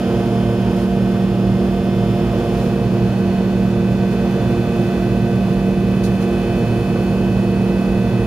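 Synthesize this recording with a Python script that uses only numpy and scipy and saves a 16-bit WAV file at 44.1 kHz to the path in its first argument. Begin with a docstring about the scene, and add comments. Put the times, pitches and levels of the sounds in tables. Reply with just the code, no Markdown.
"""A window seat in a climbing twin-jet airliner: exhaust rumble, air rushing along the fuselage, vent hiss.
Both fans buzz at every multiple of their shaft speed and, turning slightly apart, throb against each other.
The two cores hum in a slower beat, a thin whine sinks, and cloth brushes close to the microphone.
Automatic gain control makes the hiss rise and fall against the hum."""
import sys
import numpy as np
from scipy import signal
from scipy.fft import rfft, irfft, next_fast_len
from scipy.io import wavfile
from scipy.ndimage import uniform_filter1d

SR = 44100
rng = np.random.default_rng(int(sys.argv[2]) if len(sys.argv) > 2 else 0)


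def persist_wave(psi):
    """Save psi, clipped to +-1, as 16-bit WAV."""
    counts = np.round(np.clip(psi, -1, 1) * 32767).astype(np.int16)
    wavfile.write(sys.argv[1], SR, np.atleast_2d(counts).T)


N = 364266
TIME_S = np.arange(N) / SR
FAN_HZ, BLADES = 116.97, 22   # near fan's shaft speed; blades per fan

# How alike left and right are in the diffuse cabin field: frequency_hz, correlation
STEREO_LIKENESS = [(650, 1), (1000, 0.82), (2000, 0.82), (4000, 0.03), (8000, 0.18), (14000, 0)]


def from_db(db):
    return 10 ** (np.asarray(db) / 20)


def at_hz(points, hz):
    """A curve read on a log-frequency axis."""
    point_hz, value = np.transpose(points)
    return np.interp(np.log(np.maximum(hz, 1)), np.log(point_hz), value)


def drift(rate_hz):
    """Smooth random motion with a spread of 1, rolling off above rate_hz."""
    control_hz = 200
    pole = np.exp(-2 * np.pi * rate_hz / control_hz)
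    slow = signal.lfilter([1], [1, -2 * pole, pole * pole], rng.standard_normal(4000))[2000:]
    return np.interp(TIME_S * control_hz, np.arange(len(slow)), (slow - slow.mean()) / slow.std())


def stereo_gain(hz):
    """Complex left and right gain: lows and mids lean right, and the mids arrive there first."""
    # Left level minus right: frequency_hz, balance_db
    balance = [(30, -4), (125, -3), (500, -2), (1000, -2.5), (4000, -0.3), (12000, 0.5)]
    # Phase lead of the right side: frequency_hz, lead_rad
    lead = [(100, 0), (500, 0.2), (2000, 0.78), (6000, 0.1), (9000, 0)]
    half = np.array([[.5], [-.5]])
    return from_db(at_hz(balance, hz) * half) * np.exp(-1j * at_hz(lead, hz) * half)


def cabin_tone(turns, hz, level_db, spread=0.5):
    """A sine in the cabin; reflections put short waves a little out of step between left and right."""
    likeness = np.clip(at_hz(STEREO_LIKENESS, hz), -1, 1)
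    skew = spread * np.arccos(likeness) * rng.choice([-1, 1]) / 2
    gain = stereo_gain(hz)
    phase = (2 * np.pi * (turns % 1) + [[skew], [-skew]] + np.angle(gain)).astype(np.float32)
    return np.sqrt(2) * from_db(level_db) * np.abs(gain) * np.sin(phase)


def cabin_noise(spectrum):
    """Diffuse stereo noise: narrow in the bass, wide in the treble."""
    size = next_fast_len(N)
    hz = np.arange(size // 2 + 1) * SR / size
    mid, side = rfft(rng.standard_normal((2, size)))
    likeness = np.clip(at_hz(STEREO_LIKENESS, hz), -.5, 1)
    pair = mid + np.sqrt((1 - likeness) / (1 + likeness)) * side * [[1], [-1]]
    coloured = pair * stereo_gain(hz) * from_db(at_hz(spectrum, hz))
    return irfft(coloured, size)[:, :N] * np.sqrt(SR / 2)


def shaft_lag(start_turns, slip_hz, growth_hz_per_s):
    """Turns by which a slower shaft has fallen behind; each whole turn is one throb of the fundamental."""
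    return start_turns + slip_hz * TIME_S + growth_hz_per_s * TIME_S ** 2 / 2


def fan_buzz(turns, strong_db, buzz_db, orders, fade_db, flutter_db, waver_turns):
    """Unequal blades sound every shaft order; turbulence makes the short waves flutter and waver."""
    # Bed of weak orders between the strong ones: pitch_hz, level_db
    weak_orders = [(200, -47), (1000, -61), (2000, -66), (3500, -62.5), (5000, -67), (7500, -72)]
    out = np.zeros((2, N))
    for order in range(1, orders + 1):
        hz = order * FAN_HZ
        level_db = strong_db.get(order, at_hz(weak_orders, hz) + buzz_db + rng.normal(0, 2))
        shortness = min(np.sqrt(order / BLADES), 1)
        slow_db = fade_db * drift(0.48) * (order % BLADES > 0)   # blade-passing tones skip this fade
        start_turns = rng.random() * (order > 1)   # the first order marks the shaft's own angle
        order_turns = order * turns + start_turns + waver_turns * shortness * drift(8.8)
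        swing_db = shortness * (slow_db + flutter_db * drift(5.4))
        out += cabin_tone(order_turns, hz, level_db + swing_db)
    return out


def twin_fans(move_start_s=2.2, move_length_s=0.88, blade_db=-50, blade_rise_db_per_s=1.13):
    """Two fans slip past each other; their colour shifts as the microphone moves through standing waves."""
    # Near fan's strong harmonics: shaft_order, before_move_db, after_move_db
    near_orders = [(1, -28.5, -31), (3, -27.5, -27.5), (4, -40, -38), (5, -38.5, -45.5), (6, -41, -42),
                   (7, -45.5, -49.5), (8, -49, -50), (9, -49.5, -53.5), (10, -51.5, -51.5),
                   (11, -51.5, -61.5), (13, -47, -45.5), (14, -63, -56.5), (15, -57, -55.5), (16, -57, -53),
                   (17, -68, -53), (18, -54.5, -65), (20, -56, -55), (21, -53, -54), (24, -54, -55),
                   (25, -55, -60), (26, -51, -51), (27, -60, -73), (28, -57, -63), (30, -52.5, -52),
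                   (35, -70, -59.5), (37, -67, -57), (39, -65, -67.5), (44, -56, -63), (46, -66, -80),
                   (52, -72, -65.5), (57, -68, -70.5)]
    # Far fan's strong harmonics: shaft_order, before_move_db, after_move_db
    far_orders = [(1, -27.5, -28), (2, -26, -26), (3, -41, -36), (4, -31, -33), (5, -49, -44.5),
                  (6, -35, -37), (7, -53, -49.5), (13, -71, -57), (16, -53.5, -68), (20, -66, -61),
                  (22, -54, -51.5), (24, -63, -67), (27, -56, -69)]
    near_turns = FAN_HZ * TIME_S + 0.0048 * drift(1.1)
    far_turns = near_turns - shaft_lag(start_turns=.465, slip_hz=1.15, growth_hz_per_s=.0356)
    moved = np.clip((TIME_S - move_start_s) / move_length_s, 0, 1)
    near_db = {round(order): before + moved * (after - before) for order, before, after in near_orders}
    far_db = {round(order): before + moved * (after - before) for order, before, after in far_orders}
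    near_db[BLADES] = blade_db + blade_rise_db_per_s * TIME_S   # blade-passing tone grows in the climb
    near = fan_buzz(near_turns, near_db, buzz_db=-3.5, orders=66,
                    fade_db=1.26, flutter_db=0.63, waver_turns=0.047)
    far = fan_buzz(far_turns, far_db, buzz_db=-8.0, orders=44,
                   fade_db=2.0, flutter_db=2.2, waver_turns=0.028)
    return near + far


def core_hum(pitch_hz=191.15, near_db=-20.5, far_db=-29.5):
    """The two core shafts hum almost in unison and swell together about every two seconds."""
    near_turns = pitch_hz * TIME_S + 0.012 * drift(1)
    far_turns = near_turns - shaft_lag(start_turns=.48, slip_hz=.37, growth_hz_per_s=.025)
    return cabin_tone(near_turns, pitch_hz, near_db) + cabin_tone(far_turns, pitch_hz, far_db)


def whine(start_hz=9675, sink_hz_per_s=32, base_db=-62, rise_db_per_s=0.17):
    """A faint high whine wavers as it sinks, fading once and coming back."""
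    dip_db, dip_at_s, dip_width_s = 10, 3.4, 1.6
    hz = start_hz - sink_hz_per_s * TIME_S
    dip = np.exp(-.5 * ((TIME_S - dip_at_s) / dip_width_s) ** 2)
    level_db = base_db + rise_db_per_s * TIME_S - dip_db * dip
    turns = np.cumsum(hz + 4 * drift(14)) / SR
    return cabin_tone(turns, hz.mean(), level_db, spread=0)


def exhaust_rumble(trim_db=-0.7, swell_db=0.65):
    """Exhaust rumbles through the airframe, swelling slowly."""
    # Rumble colour: frequency_hz, density_db
    spectrum = [(20, -76), (30, -60), (40, -60), (51, -44.5), (61, -42.5), (80, -52), (97, -48), (120, -42),
                (148, -43.5), (185, -46), (260, -51.5), (400, -56), (600, -65.5), (1500, -100)]
    return cabin_noise(spectrum) * from_db(trim_db + swell_db * drift(0.6))


def fuselage_rush(trim_db=-0.04, swell_db=0.5):
    """The boundary layer rushes along the fuselage, a gently restless midrange."""
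    # Airflow colour: frequency_hz, density_db
    spectrum = [(100, -81), (330, -53.5), (500, -54), (570, -57), (690, -59), (830, -65), (1080, -68),
                (1500, -71.5), (1680, -74), (2350, -80.5), (3100, -80), (3700, -84.5), (4450, -83.5),
                (5400, -88.5), (15000, -108)]
    return cabin_noise(spectrum) * from_db(trim_db + swell_db * drift(3.0))


def vent_hiss(trim_db=-0.7, flicker_db=0.6):
    """Air vents lay a lightly flickering hiss on top."""
    # Hiss colour: frequency_hz, density_db
    spectrum = [(1500, -105), (5000, -93.5), (9300, -92.5), (10200, -95), (13900, -95.5), (15300, -101)]
    return cabin_noise(spectrum) * from_db(trim_db + flicker_db * drift(11))


def cloth_brushes(grain_db=1.4):
    """Short strokes of cloth catch and slide off, uneven as the fibres slip."""
    # Cloth strokes: peak_s, rise_s, fall_s, level_db
    strokes = [(.8, .04, .05, -13), (2.62, 0.064, 0.067, -14), (4.12, .015, .03, -13),
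               (6.042, .004, 0.024, -1), (6.22, .012, .02, -9)]
    # Cloth colour: frequency_hz, density_db
    spectrum = [(1500, -100), (4000, -72), (7000, -77.5), (10000, -79), (15000, -88.5)]
    envelope = np.zeros(N)
    for peak_s, rise_s, fall_s, level_db in strokes:
        width_s = np.where(TIME_S < peak_s, rise_s, fall_s)
        envelope += from_db(level_db) * np.exp(-.5 * ((TIME_S - peak_s) / width_s) ** 2)
    return cabin_noise(spectrum) * envelope * from_db(grain_db * drift(40))


def gain_control(x, target_db=-15.5, strength=0.62, window_s=0.45):
    """The gain ducks as the hum swells, so the hiss rises in the lulls between beats."""
    power = uniform_filter1d(np.mean(x ** 2, axis=0), int(window_s * SR))
    return x * from_db(strength * (target_db - 10 * np.log10(power)))


def scene():
    """Engine tones over a bed of air noise, with cloth up close."""
    tones = twin_fans() + core_hum() + whine()
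    air = exhaust_rumble() + fuselage_rush() + vent_hiss()
    return tones + air + cloth_brushes()


def record(dry, notch_hz=7920, notch_floor=0.06, cutoff_hz=15400):
    """Gain riding, a narrow notch in the treble and a steep high cut."""
    levelled = gain_control(dry)
    notched = signal.lfilter(*signal.iirnotch(notch_hz, notch_hz / 480, fs=SR), levelled)
    blended = notched + notch_floor * (levelled - notched)
    high_cut = signal.ellip(12, .1, 80, cutoff_hz, fs=SR, output="sos")
    return signal.sosfilt(high_cut, blended)


dry = scene()
out = record(dry)
persist_wave(out)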